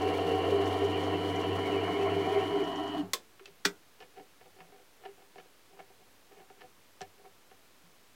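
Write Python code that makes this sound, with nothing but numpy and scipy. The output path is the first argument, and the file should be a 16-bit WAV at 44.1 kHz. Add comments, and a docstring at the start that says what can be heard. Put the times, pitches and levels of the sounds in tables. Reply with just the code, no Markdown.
"""A small lathe in a quiet workshop takes a light threading pass on a steel bolt: gears rattle under load,
the motor whines, the chip hisses, squeals and ticks. The tool leaves the cut, the drive fades as it slows,
a control snaps and the slide is knocked back. Then a steel nut is tried on the thread, with faint taps and rubs.
Noise and pulses ring resonances, the whine and hum are sines, and hard blows strike crowds of dying modes.
It is heard in mono, as by one microphone, with no room or distance added: levels alone set near and far."""
import sys
import numpy as np
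from scipy import signal
from scipy.fft import rfft, irfft, next_fast_len
from scipy.io import wavfile
from scipy.ndimage import uniform_filter1d

SR = 44100
rng = np.random.default_rng(int(sys.argv[2]) if len(sys.argv) > 2 else 0)


def int16_out(signal):
    """Quantize to a 16-bit WAV file."""
    q = np.round(np.clip(np.atleast_2d(signal).T, -1, 1) * 32767)
    wavfile.write(sys.argv[1], SR, q.astype(np.int16))


N = 359407
TIME = np.arange(N) / SR
RIPPLE_HZ = 100  # rectified mains
# the tool leaves the cut, and the load on the gears dies away
CUT_END_S, UNLOAD_S = 2.615, 0.047


def amp(db):
    """Decibels to gain."""
    return 10 ** (np.asarray(db) / 20)


def unit(x):
    """Scale to rms 1."""
    return x / np.sqrt(np.mean(x ** 2) + 1e-20)


def curves(rows):
    """Each column of a table, joined by straight lines in time."""
    s, *columns = np.transpose(rows)
    return [np.interp(TIME, s, column) for column in columns]


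def at_hz(points, hz):
    """Read a table on a log-frequency axis."""
    f, value = np.transpose(points)
    return np.interp(np.log(np.maximum(hz, 1)), np.log(f), value)


def colour(x, spectrum):
    """Give a steady sound a spectrum; rms 1."""
    size = next_fast_len(N)
    gain = amp(at_hz(spectrum, np.fft.rfftfreq(size, 1 / SR)))
    return unit(irfft(rfft(x, size) * gain, size)[:N])


def drift(rate_hz):
    """Slow chance with spread 1, computed at every 40th sample."""
    r = np.exp(-80 * np.pi * rate_hz / SR)
    noise = rng.standard_normal(N // 40 + 2002)
    slow = signal.lfilter([1], [1, -2 * r, r * r], noise)[2000:]  # drop the filter's start-up
    return np.interp(np.arange(N) / 40, np.arange(len(slow)), unit(slow))


def resonate(x, modes):
    """Parallel resonances of alternating sign."""
    out = 0
    for k, (hz, width_hz, db) in enumerate(modes):
        r = np.exp(-np.pi * width_hz / SR)
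        poles = [1, -2 * r * np.cos(2 * np.pi * hz / SR), r * r]
        gain = (-1) ** k * amp(db) * (1 - r * r) / 2
        out = out + gain * signal.lfilter([1, 0, -1], poles, x + 1e-18)
    return out


def band(x, low_hz, high_hz):
    """Causal band-pass."""
    edges = [low_hz, min(high_hz, .45 * SR)]
    return signal.sosfilt(signal.butter(2, edges, "band", fs=SR, output="sos"), x)


def even(x, seconds):
    """Hold the rms near 1, keeping the grain that is faster than the given time."""
    size = int(seconds * SR)
    power = uniform_filter1d(uniform_filter1d(x * x, size), size)
    return x / np.sqrt(power + 1e-12)


def until(end_s, fade_s):
    """Full level up to a moment, then dying away."""
    return np.exp(-np.maximum(TIME - end_s, 0) / fade_s)


def ring(t, hz, t60):
    """One dying mode, which builds up over its first cycle."""
    return np.sin(2 * np.pi * hz * t) * amp(-60 * t / t60) * (1 - np.exp(-(hz * t) ** 2))


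def add(out, s, sound):
    """Mix a sound in at a given time."""
    at = int(s * SR)
    out[at:at + len(sound)] += sound[:max(N - at, 0)]


# spindle speed: (time [s], share of full speed)
SPINDLE_SPEED = [(0, 1), (2.98, 1), (3.04, .96), (3.12, .85), (3.25, .3)]


def spindle():
    """Running time in seconds of full speed: it advances more slowly as the spindle slows."""
    speed, = curves(SPINDLE_SPEED)
    return np.cumsum(speed) / SR


# high gear rattle: (time [s], level [dB] before a 2.1 dB cut)
RATTLE_LEVEL = [(0, -34.5), (.27, -33), (.65, -35), (1, -36.5), (2.5, -35.5), (2.93, -41.5), (2.985, -36.5),
                (3.02, -46), (3.11, -61)]
# headstock resonances in three bands: (frequency [Hz], width [Hz], relative level [dB])
HEADSTOCK_BASS = [(171.5, 31, -9), (191.4, 54, -13), (286.8, 16, -4), (316, 11, 0.5), (348, 22, 0.5)]
HEADSTOCK_LOW = [(452.2, 11.8, 2), (485, 27, -12), (508, 10.5, -8)]
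HEADSTOCK_HIGH = [(658, 26.4, -1.5), (707, 21, -0.5), (755.2, 13.8, 2.5), (887, 52, -14), (900, 53, -19.5),
                  (1073, 47.5, -8.5), (1342, 32, -14.5), (1834, 17, -14)]
# gear mesh tones: (frequency at full speed [Hz], level [dB] before a 2.5 dB cut)
MESH_TONES = [(173.5, -51.5), (300.5, -39.5)]
# low rumble of the lathe: (frequency [Hz], relative density [dB per Hz])
RUMBLE_SPECTRUM = [(15, -77), (25, -25.5), (164, -14), (214, -14.5), (290, 4.5), (349, -22), (394, -1),
                   (484, -20.5), (684, -5), (893, -8.5), (2580, -23), (3040, -17), (3300, -37), (4290, -42),
                   (7260, -120)]
TEETH_PER_S = 95.94  # at full speed
# low knock of the loaded gear teeth, easing along the pass
LOW_KNOCK_DB, LOW_KNOCK_EASE_DB_PER_S = -36, 2.5
RATTLE_SURGE_DB = 1.3


def gears(run_s):
    """Teeth clatter through their backlash and ring the headstock, over the tones of the mesh."""
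    boom_bite_db, knock_bite_db = bites()
    loaded = until(CUT_END_S, UNLOAD_S)
    # one knock per tooth, of random sign and strength, over a noise
    tooth = np.diff(np.floor(TEETH_PER_S * run_s + .3 * drift(40)), prepend=0) > 0
    knocks = tooth * rng.choice([-1, 1], N) * amp(3.24 * rng.standard_normal(N))
    clatter = unit(knocks) + 1.08 * rng.standard_normal(N)

    bass_db = -47.5 + 5.46 * loaded
    bass = amp(bass_db) * even(band(resonate(clatter, HEADSTOCK_BASS), 130, 310), 0.17)
    low_db = LOW_KNOCK_DB - LOW_KNOCK_EASE_DB_PER_S * TIME + knock_bite_db
    low = amp(low_db) * loaded * even(band(resonate(clatter, HEADSTOCK_LOW), 330, 625), 0.055)
    rattle_db, = curves(RATTLE_LEVEL)
    high_db = rattle_db - 2.1 + RATTLE_SURGE_DB * drift(8.7)
    high = amp(high_db) * even(band(resonate(clatter, HEADSTOCK_HIGH), 530, 3200), 0.4)

    tones = 0
    for hz, db in MESH_TONES:
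        level = np.sqrt(2) * amp(db - 2.5 + 4.1 * drift(13))
        tones = tones + level * np.sin(2 * np.pi * hz * run_s + 0.67 * drift(6.0))
    rumble = amp(-43.0) * colour(rng.standard_normal(N), RUMBLE_SPECTRUM)
    headstock = (low + high + hum() + boom(boom_bite_db)) * until(3.09, 0.031)
    return headstock + (bass + tones + rumble) * until(2.98, 0.056)


# moments when the tool bites harder:
# (time [s], half length [s], rise of the main mode [dB], rise of the low knock [dB])
HARD_BITES = [(0.083, 0.035, 5.5, 2), (0.313, 0.046, 8.5, 6.5), (0.523, 0.063, 8.5, 8),
              (0.592, 0.042, 10.5, -6), (0.85, 0.083, 9.5, -0.5), (1.767, 0.051, 7.5, 4),
              (2.008, 0.054, 10, 0), (2.215, 0.15, 7, 0.5), (2.372, 0.035, 11, 1), (2.595, 0.071, 11, -12)]


def bites():
    """Each bite is a smooth swell: dB added to the main mode and to the low knock."""
    boom_db, knock_db = 0, 0
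    for s, half_s, boom_rise_db, knock_rise_db in HARD_BITES:
        swell = np.exp(-((TIME - s) / half_s) ** 2)
        boom_db = boom_db + swell * boom_rise_db
        knock_db = knock_db + swell * knock_rise_db
    return boom_db, knock_db


# main mode of the headstock, and its level when cutting and running free
BOOM_HZ, BOOM_WIDTH_HZ, BOOM_CUT_DB, BOOM_IDLE_DB = 398.8, 7.6, -39, -42.5


def boom(bite_db):
    """The lightly damped main mode swells whenever the tool bites harder."""
    cutting_level = amp(BOOM_CUT_DB + bite_db) * until(CUT_END_S, UNLOAD_S)
    idle_level = amp(BOOM_IDLE_DB) * until(2.92, 0.14)
    shaken = resonate(rng.standard_normal(N), [(BOOM_HZ, BOOM_WIDTH_HZ, 0)])
    return np.hypot(cutting_level, idle_level) * even(band(shaken, 350, 485), 0.07)


# deep mesh hum: (time [s], level [dB])
MESH_HUM_LEVEL = [(0, -42), (.25, -44.5), (.35, -42), (.7, -40), (1.43, -42.5), (1.54, -38.5), (1.69, -45),
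                  (1.85, -43), (1.97, -47.5), (2.15, -41.5), (2.49, -49), (2.56, -74)]
# its pitch: (time [s], frequency [Hz])
MESH_HUM_PITCH = [(0, 92.8), (.4, 93.2), (.75, 95.2), (1.3, 95.4), (2.4, 97.5)]
MAINS_DB = -56


def hum():
    """The deep mesh tone creeps up in pitch, so its beat against the mains hum slows down."""
    db, = curves(MESH_HUM_LEVEL)
    hz, = curves(MESH_HUM_PITCH)
    mesh = amp(db) * np.sin(2 * np.pi * np.cumsum(hz) / SR)
    mains = amp(MAINS_DB) * np.sin(2 * np.pi * RIPPLE_HZ * TIME)
    return np.sqrt(2) * (mesh - mains)


# motor: (time [s], whine level [dB])
MOTOR_LEVEL = [(0, -52.5), (.6, -49.5), (.85, -48.5), (2.9, -48.5), (3, -53)]
# commutator whine and its mains sidebands: (frequency at full speed [Hz], relative level [dB])
WHINE_LINES = [(979.6, 0), (1859.2, -9.5), (1959.2, -12), (2838.8, -20), (2938.8, 0), (3038.8, -9),
               (3138.8, -11)]
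# the brushes flutter in a cluster of close lines; levels are relative to the whine
FLUTTER_FROM_HZ, FLUTTER_STEP_HZ = 3058.8, 20
FLUTTER_DB, BRUSH_NOISE_DB = -9.5, -8


def motor(run_s):
    """The commutator whines with sidebands from the rectified mains; the brushes flutter and spark."""
    db, = curves(MOTOR_LEVEL)
    whine, flutter = 0, 0
    for hz, line_db in WHINE_LINES:
        level = amp(line_db + 1.3 * drift(12))
        whine = whine + level * np.cos(2 * np.pi * hz * run_s + .25 * drift(14))
    for k in range(7):
        hz = FLUTTER_FROM_HZ + k * FLUTTER_STEP_HZ
        flutter = flutter + np.cos(2 * np.pi * hz * run_s + 2 * drift(.5))
    sparks = rng.standard_normal(N) * (1 + 0.33 * np.cos(2 * np.pi * RIPPLE_HZ * TIME))
    brushes = unit(band(band(sparks, 2990, 3250), 2990, 3250))
    mix = np.sqrt(2) * whine + amp(FLUTTER_DB) * unit(flutter) + amp(BRUSH_NOISE_DB) * brushes
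    return amp(db) * until(3.01, 0.0036) * mix


# width of the chip's moving resonances, and how much the long curl's ring flickers
CHIP_WIDTH_HZ, CHIP_FLICKER_DB = 160, 4


def gliding(hz):
    """Noise in a resonance whose centre moves; rms 1."""
    lowpass = signal.butter(2, CHIP_WIDTH_HZ / 2, fs=SR, output="sos")
    grain = signal.sosfilt(lowpass, rng.standard_normal((2, len(hz))))
    phase = 2 * np.pi * np.cumsum(hz) / SR
    return unit(grain[0] * np.cos(phase) + grain[1] * np.sin(phase))


# chip: (time [s], reference level [dB] for its three parts)
CHIP_LEVEL = [(0, -47.5), (.7, -47), (1.2, -47.5), (1.55, -47.5), (1.7, -47), (2.35, -46.5), (2.6, -48)]
# tool tip that crunches while the chip is short: (frequency [Hz], width [Hz], relative level [dB])
TOOL_TIP_MODES = [(2730, 150, 3.5), (2894, 59, 3)]
# tool holder under the scrape: (frequency [Hz], width [Hz], relative level [dB])
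HOLDER_MODES = [(1340, 160, 0), (1810, 310, -3), (2156, 180, 0.5), (2390, 66, 1)]
CURL_HZ, CURL_WANDER_HZ = 2202, 101.2  # the ring of the long curl
CRUNCH_DB, CURL_GROWS_S = -1.5, 1  # the chip stays short early in the pass


def cutting():
    """The chip shears in dense slips that ring the holder: short, it crunches; its long curl rings lower."""
    db, = curves(CHIP_LEVEL)
    early = np.exp(-(TIME / CURL_GROWS_S) ** 2)
    slips = rng.standard_normal(N) * amp(2.0 * drift(25))
    curl = gliding(CURL_HZ + CURL_WANDER_HZ * drift(9.55)) * amp(CHIP_FLICKER_DB * drift(26.0))
    singing = even(curl, 0.08) * amp(-3 * early)
    crunch = amp(CRUNCH_DB) * unit(band(resonate(slips, TOOL_TIP_MODES), 2730, 2950)) * early
    scrape = unit(band(resonate(slips, HOLDER_MODES), 1330, 3000))
    mix = amp(-9.5) * singing + crunch + amp(-3.0) * scrape
    return amp(db) * until(CUT_END_S, UNLOAD_S) * mix


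# squeals of the curling chip: (time [s], from [Hz], to [Hz], level [dB])
SQUEAL_GLIDES = [(.045, 2800, 2730, -49), (2.065, 2320, 2065, -48), (.145, 2030, 2440, -46),
                 (.32, 2740, 2910, -47), (.415, 2876, 2734, -48), (.985, 2430, 2130, -50),
                 (0.936, 2860, 2820, -45.5), (1.14, 2800, 2710, -47), (1.775, 2100, 2410, -47),
                 (1.365, 1900, 2245, -47), (1.435, 2860, 2740, -47), (1.535, 2760, 2800, -48),
                 (1.665, 2195, 2150, -43.5), (1.735, 2870, 2530, -47), (1.83, 2690, 2910, -47.5),
                 (1.89, 2190, 2085, -46.5), (1.955, 2130, 2240, -43.5), (2.026, 2520, 2850, -49),
                 (2.125, 2630, 2810, -48), (2.24, 2110, 2340, -46.5), (2.365, 2310, 2066, -44),
                 (2.42, 2590, 2910, -48)]
SQUEAL_S = .06


def squeals():
    """The chip sticks and slips on the tool; its rough ring glides as the curl grows or breaks."""
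    t, out = np.arange(SR // 8) / SR - 1 / 16, np.zeros(N)
    swell = np.exp(-(2 * t / SQUEAL_S) ** 2)
    for s, from_hz, to_hz, db in SQUEAL_GLIDES:
        hz = (from_hz + to_hz) / 2 + (to_hz - from_hz) * np.tanh(2 * t / SQUEAL_S) / 2
        add(out, max(s + t[0], 0), amp(db) * even(gliding(hz), 0.011) * swell)
    return out


# sharp ticks from swarf and gear teeth: (time [s], level [dB])
TICK_TIMES = [(.017, -54), (.6564, -50.5), (.8435, -55), (1.0345, -54), (1.3593, -53), (1.4112, -55),
              (1.721, -57), (2.4, -58), (2.6378, -54), (2.7565, -54.5), (2.8752, -57)]
# their resonances: (frequency [Hz], width [Hz], relative level [dB])
TICK_RESONANCES = [(4270, 650, -5), (5500, 660, 5.5), (7200, 1200, -1)]
TICK_FALL_S = 0.014


def ticks():
    """Each tick is a brief bright crackle of steel."""
    t, out = np.arange(SR // 12) / SR, np.zeros(N)
    for s, db in TICK_TIMES:
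        crackle = unit(band(resonate(rng.standard_normal(len(t)), TICK_RESONANCES), 3500, 10000))
        add(out, s, amp(db) * crackle * np.exp(-t / TICK_FALL_S))
    return out


# bright friction of tool and gears: (time [s], level [dB])
FRICTION_LEVEL = [(0, -53), (.7, -53.5), (1.4, -55.5), (2.5, -55.5), (2.65, -59), (3, -58)]
# its hiss: (frequency [Hz], relative density [dB per Hz])
HISS_SPECTRUM = [(1940, -20), (3300, 0), (3570, -4), (4160, -6.5), (4940, -11), (5450, -10), (9010, -17.5),
                 (10300, -16.5), (15200, -25.5), (16000, -23)]
# narrow steel resonances in the hiss: (frequency [Hz], width [Hz], relative level [dB])
STEEL_MODES = [(4050, 110, 5), (4420, 300, 3), (6900, 43, -8), (8800, 150, -14), (10300, 80, -10),
               (12700, 300, -19)]
STEEL_DB = -5.5  # relative to the hiss


def friction():
    """Sliding steel hisses unevenly, buzzing with the motor's torque."""
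    db, = curves(FRICTION_LEVEL)
    buzz = 1 + 0.036 * np.cos(2 * np.pi * RIPPLE_HZ * TIME)
    hiss = colour(rng.standard_normal(N) * buzz * amp(2.0 * drift(29)), HISS_SPECTRUM)
    steel = amp(STEEL_DB) * unit(band(resonate(rng.standard_normal(N), STEEL_MODES), 3100, 17000))
    return amp(db) * (hiss + steel) * until(2.996, 0.035)


def thuds(rows):
    """A soft contact excites only the lowest modes: here one dying mode per contact."""
    t, out = np.arange(SR // 2) / SR, np.zeros(N)
    for s, db, hz, t60 in rows:
        add(out, s, amp(db) * ring(t, hz, t60))
    return out


# clunks of the drive: (time [s], level [dB], frequency [Hz], decay t60 [s])
BACKLASH_CLUNKS = [(2.966, -28, 303, 0.19), (3.025, -35, 184, 0.2)]


def clunks():
    """The gears take up their backlash as the drive is cut."""
    return thuds(BACKLASH_CLUNKS)


# crowded modes last up to this factor longer or shorter than their band
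DECAY_SPREAD, BLOW_RISE_S = 1.35, .0003


def blow(contacts, spectrum, decay, modes, crack_db, crack_s):
    """A hard blow: each contact cracks and strikes crowded steel modes anew, along with a few strong modes."""
    t, out = np.arange(SR // 4) / SR, np.zeros(N)
    edges = np.geomspace(100, 17000, 16)
    crowds, cracks = 0, 0
    for low, high in zip(edges, edges[1:]):
        hz, count = np.sqrt(low * high), max(6, int((high - low) / 35))
        t60 = at_hz(decay, hz)
        gain = amp(at_hz(spectrum, hz)) * np.sqrt((high - low) / t60)
        place, start, life = rng.random((3, count, 1))
        pitches = low + (high - low) * (np.arange(count)[:, None] + place) / count
        lives = t60 * DECAY_SPREAD ** (2 * life - 1)
        rings = np.sin(2 * np.pi * (pitches * t + start)) * np.exp(-np.log(1000) * t / lives)
        strengths = unit(rng.uniform(-0.97, 1, (len(contacts), count)))
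        crowds = crowds + gain * np.sqrt(2 / count) * (strengths @ rings)
        cracks = cracks + gain * unit(band(rng.standard_normal((len(contacts), len(t))), low, high))
    strong = sum(amp(level_db) * ring(t, hz, t60) for hz, level_db, t60 in modes)
    for (s, db), crowd, crack in zip(contacts, crowds, cracks):
        wash = crowd * (1 - np.exp(-t / BLOW_RISE_S)) + amp(crack_db) * crack * np.exp(-t / crack_s)
        wash = wash / np.std(wash[:SR // 200])  # level set by the first 5 ms
        add(out, s, amp(db) * (amp(-4.0) * wash + strong))
    return out


# control snap, contacts: (time [s], level [dB])
SNAP_CONTACTS = [(3.1338, -21.5), (3.1383, -34)]
# its spectrum: (frequency [Hz], relative level [dB])
SNAP_SPECTRUM = [(100, -53), (200, -13), (431, -1), (800, -8), (1100, -18), (1500, -1), (2200, -10.5),
                 (3500, -4), (5000, -6.5), (7500, -7.5), (10000, -15), (16000, -15)]
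# its decay: (frequency [Hz], t60 [s])
SNAP_T60 = [(300, 0.37), (1500, 0.14), (5000, 0.13), (14000, 0.1)]
# its strong modes: (frequency [Hz], relative level [dB], t60 [s])
SNAP_STRONG = [(389, -17.5, 0.13), (467, -12.5, 0.076), (1035, -12, 0.11), (1090, -10.5, 0.081),
               (3470, -8, 0.091), (4430, -4.5, 0.028)]


def snap():
    """A control snaps over in two quick contacts."""
    return blow(SNAP_CONTACTS, SNAP_SPECTRUM, SNAP_T60, SNAP_STRONG, crack_db=10.5, crack_s=0.0066)


# slide knock, contacts: (time [s], level [dB])
KNOCK_CONTACTS = [(3.6488, -36), (3.6518, -17), (3.6565, -25.5), (3.6622, -28.5)]
# its spectrum: (frequency [Hz], relative level [dB])
KNOCK_SPECTRUM = [(100, -33), (170, -10), (398, -4), (600, -10), (900, -8), (1300, -4.5), (1750, 2.5),
                  (2450, -4.5), (2920, -20), (3500, -5.5), (5200, -5), (7300, -12.5), (9800, -26),
                  (16000, -25)]
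# its decay: (frequency [Hz], t60 [s])
KNOCK_T60 = [(300, 0.31), (1500, 0.12), (5000, 0.097), (14000, 0.14)]
# its strong modes: (frequency [Hz], relative level [dB], t60 [s])
KNOCK_STRONG = [(180.5, -17, 0.16), (283, -12.5, 0.09), (403, -13.5, 0.17), (1520, 0, 0.016),
                (1840, -18, 0.07), (2410, -12, 0.077), (3410, -13, 0.071)]


def knock():
    """The slide is knocked back in four close contacts."""
    return blow(KNOCK_CONTACTS, KNOCK_SPECTRUM, KNOCK_T60, KNOCK_STRONG, crack_db=8.5, crack_s=0.005)


# handwheel click, contact: (time [s], level [dB])
CLICK_CONTACTS = [(3.4568, -40)]
# its strong modes: (frequency [Hz], relative level [dB], t60 [s])
CLICK_STRONG = [(2630, -2, 0.047), (3080, -12, .06)]


def click():
    """A light click of the handwheel, with the spectrum and decay of the snap."""
    return blow(CLICK_CONTACTS, SNAP_SPECTRUM, SNAP_T60, CLICK_STRONG, crack_db=14, crack_s=0.0029)


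# bolt and chuck resonances in three bands: (frequency [Hz], width [Hz], relative level [dB])
BOLT_CHUCK_LOW = [(170, 17, -16.5), (293.6, 19, -15), (397.4, 17.6, -0.5), (500, 22, -6)]
BOLT_CHUCK_MID = [(665, 170, -0.5), (757, 31, 12.5), (872, 49, -11.5)]
BOLT_CHUCK_HIGH = [(915, 90, 2), (1340, 180, -1.5), (1747, 85, 3), (2223, 47, 3.5), (2434, 47, 1.5),
                   (2880, 420, -2), (3980, 820, -6.5), (5030, 2700, -8.5)]
# the low modes ring with every touch: level for a medium touch before the low_db offset,
# and the share of its force that they follow
RING_DB, MEDIUM_TOUCH_DB, RING_FOLLOWS = -57, -43.5, 0.67
SLIPS_PER_S, SLIP_SPREAD_DB = 600, 5.5


def touches(rows, rise_s, fall_s, low_db, mid_db, high_db, tail_db, tail_s):
    """Each touch is a swell of uneven slips that rings bolt, chuck and headstock and lingers faintly."""
    lead, out = .1, np.zeros(N)  # the swell begins this many seconds early
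    t = np.arange(SR // 3) / SR - lead
    for s, body_db, treble_db, dull_hz in rows:
        ring_db = RING_DB + RING_FOLLOWS * (body_db - MEDIUM_TOUCH_DB)
        force = np.exp(np.minimum(t / rise_s, -t / max(fall_s, .001)))
        sizes = rng.choice([-1, 1], len(t)) * amp(SLIP_SPREAD_DB * rng.uniform(-2.7, 1, len(t)))
        slips = force * sizes * (rng.random(len(t)) < SLIPS_PER_S / SR)
        slips[int(lead * SR)] = 1.38  # the main slip, as the grip lets go
        tail = (t > 0) * np.exp(-np.abs(t) / tail_s) * rng.standard_normal(len(t))
        slips = slips + amp(tail_db) * tail
        slips = signal.sosfilt(signal.butter(2, dull_hz, fs=SR, output="sos"), slips)
        voices = ((BOLT_CHUCK_LOW, ring_db + low_db),
                  (BOLT_CHUCK_MID, body_db + mid_db),
                  (BOLT_CHUCK_HIGH, treble_db + high_db))
        for modes, db in voices:
            sound = band(resonate(slips, modes), 0.85 * modes[0][0], 1.09 * modes[-1][0])
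            loudest = np.sqrt(uniform_filter1d(sound ** 2, size=SR // 50).max())
            add(out, s - lead, amp(db) * sound / loudest)
    return out


# taps of steel on steel, levels before the offsets in taps():
# (time [s], body level [dB], treble level [dB], frequency above which the contact is dull [Hz])
NUT_TAPS = [(3.395, -53.5, -48.5, 2500), (4.004, -42.5, -47, 6000), (4.408, -49, -54, 3000),
            (4.586, -44, -56, 2400), (4.604, -54, -47, 2600), (4.722, -47.5, -59, 2000),
            (5.057, -39.5, -44.5, 3200), (5.357, -40.5, -52, 3200), (5.382, -41, -47, 5000),
            (5.792, -40, -49, 2800), (5.899, -48.5, -60, 1500), (6.321, -54, -58, 3200),
            (6.5, -42, -52, 1690), (6.608, -52, -51, 5490), (7.008, -31, -44, 4000),
            (7.016, -36, -46, 3500), (7.254, -44, -54, 1800), (7.513, -46, -55.5, 2400)]


def taps():
    """The nut taps the bolt: quick touches that die away within hundredths of a second."""
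    return touches(NUT_TAPS, rise_s=.001, fall_s=.008, low_db=-1.5, mid_db=-14.0, high_db=-8.5,
                   tail_db=-27, tail_s=0.024)


# turns of the nut by the fingers: (start [s], end [s], body level [dB] before the offset in rubs())
FINGER_TURNS = [(4.418, 4.46, -53), (4.553, 4.58, -55), (4.633, 4.819, -57), (4.998, 5.117, -55),
                (5.173, 5.25, -54.5), (5.441, 5.483, -60), (5.696, 5.789, -57.5), (5.989, 6.044, -57.5),
                (6.3, 6.444, -53.5), (6.52, 6.6, -60), (7.178, 7.219, -57)]
# the treble is relative to the body
RUBS_PER_S, RUB_SPREAD_DB, RUB_TREBLE_DB, RUB_DULL_HZ = 27, 1, -5.5, 3000


def faint_rubs():
    """Unevenly spaced small rubs fill each turn of the nut: rows like those of the louder rubs."""
    rows = []
    for start, end, db in FINGER_TURNS:
        count = max(1, round((end - start) * RUBS_PER_S))
        for k, (late, body, treble) in enumerate(rng.standard_normal((32, 3))[:count]):
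            s = start + (end - start) * (k + .5 + .2 * late) / count
            body_db = db + RUB_SPREAD_DB * body
            treble_db = db + RUB_TREBLE_DB + RUB_SPREAD_DB * treble
            rows.append((s, body_db, treble_db, RUB_DULL_HZ))
    return rows


# the nut binds and rubs on the thread, levels before the offsets in rubs():
# (time [s], body level [dB], treble level [dB], frequency above which the contact is dull [Hz])
NUT_RUBS = [(3.479, -59, -52.5, 5000), (4.023, -48.5, -45.5, 4000), (4.178, -44, -50, 3500),
            (4.198, -43, -50.5, 3000), (4.61, -49, -52, 2600), (5.052, -40.5, -44.5, 3200),
            (5.398, -49, -49, 3500), (5.801, -42, -46.5, 2400), (6.402, -48.5, -53, 3000),
            (6.618, -50, -45, 3500), (6.64, -46, -56, 2600), (7.248, -52, -57, 1600)]


def rubs():
    """Binding threads let go in slower swells than the taps."""
    return touches(NUT_RUBS + faint_rubs(), rise_s=0.015, fall_s=0.013, low_db=2.5, mid_db=-9.5,
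                   high_db=-9.5, tail_db=-39.5, tail_s=0.053)


# nut catch, contacts: (time [s], level [dB])
CATCH_CONTACTS = [(7.008, -53), (7.0157, -40.5)]
# its spectrum: (frequency [Hz], relative level [dB])
CATCH_SPECTRUM = [(150, -28), (1500, 3), (3500, 0), (7000, 0.5), (8500, -30), (11000, -24), (16000, -34)]
# its decay: (frequency [Hz], t60 [s])
CATCH_T60 = [(300, 0.11), (14000, 0.04)]
# its strong modes: (frequency [Hz], relative level [dB], t60 [s])
CATCH_STRONG = [(1745, -4, 0.095), (10400, -22, .05)]


def catch():
    """The nut's edge catches the thread with a short, bright crack."""
    return blow(CATCH_CONTACTS, CATCH_SPECTRUM, CATCH_T60, CATCH_STRONG, crack_db=13, crack_s=0.00068)


# bumps of the hand on the machine: (time [s], level [dB], frequency [Hz], decay t60 [s])
HAND_BUMPS = [(3.408, -46, 390, 0.19), (3.482, -47, 400, 0.13), (3.5, -57.5, 169, 0.18),
              (4.605, -54.5, 168, 0.24), (5.087, -45, 402, 0.14), (7.012, -55.5, 93, 0.37),
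              (7.013, -48, 179, 0.12), (7.835, -57, 170, 0.27)]


def bumps():
    """The hand bumps the machine softly and rings its low modes."""
    return thuds(HAND_BUMPS)


# air of the quiet workshop: (frequency [Hz], relative density [dB per Hz])
AIR_SPECTRUM = [(20, -26), (50, -20.5), (85, -19.5), (100, -11), (120, -23), (170, -18), (230, -17),
                (400, -15.5), (620, -18.5), (1120, -20), (3160, -23.5), (8000, -29.5), (16000, -32)]
AIR_DB = -62.5


def air():
    """The workshop's background is a steady coloured noise."""
    return amp(AIR_DB) * colour(rng.standard_normal(N), AIR_SPECTRUM)


def scene():
    """The running lathe, the clacks of its controls, the nut and the quiet workshop."""
    run_s = spindle()
    lathe = gears(run_s) + motor(run_s) + cutting() + squeals() + ticks() + friction() + clunks()
    controls = band(snap() + knock(), 100, 19000) + band(click(), 200, 4500)
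    nut = taps() + rubs() + catch()
    return (lathe + controls + nut + bumps() + air())[None]


CUTOFF_HZ, OFFSET = 15900, .0007  # offset as a share of full scale


def record(dry):
    """After the microphone the top is cut steeply; the converter adds a tiny constant offset."""
    steep = signal.ellip(10, .1, 80, CUTOFF_HZ, fs=SR, output="sos")
    return OFFSET + signal.sosfilt(steep, dry)


dry = scene()
out = record(dry)
int16_out(out)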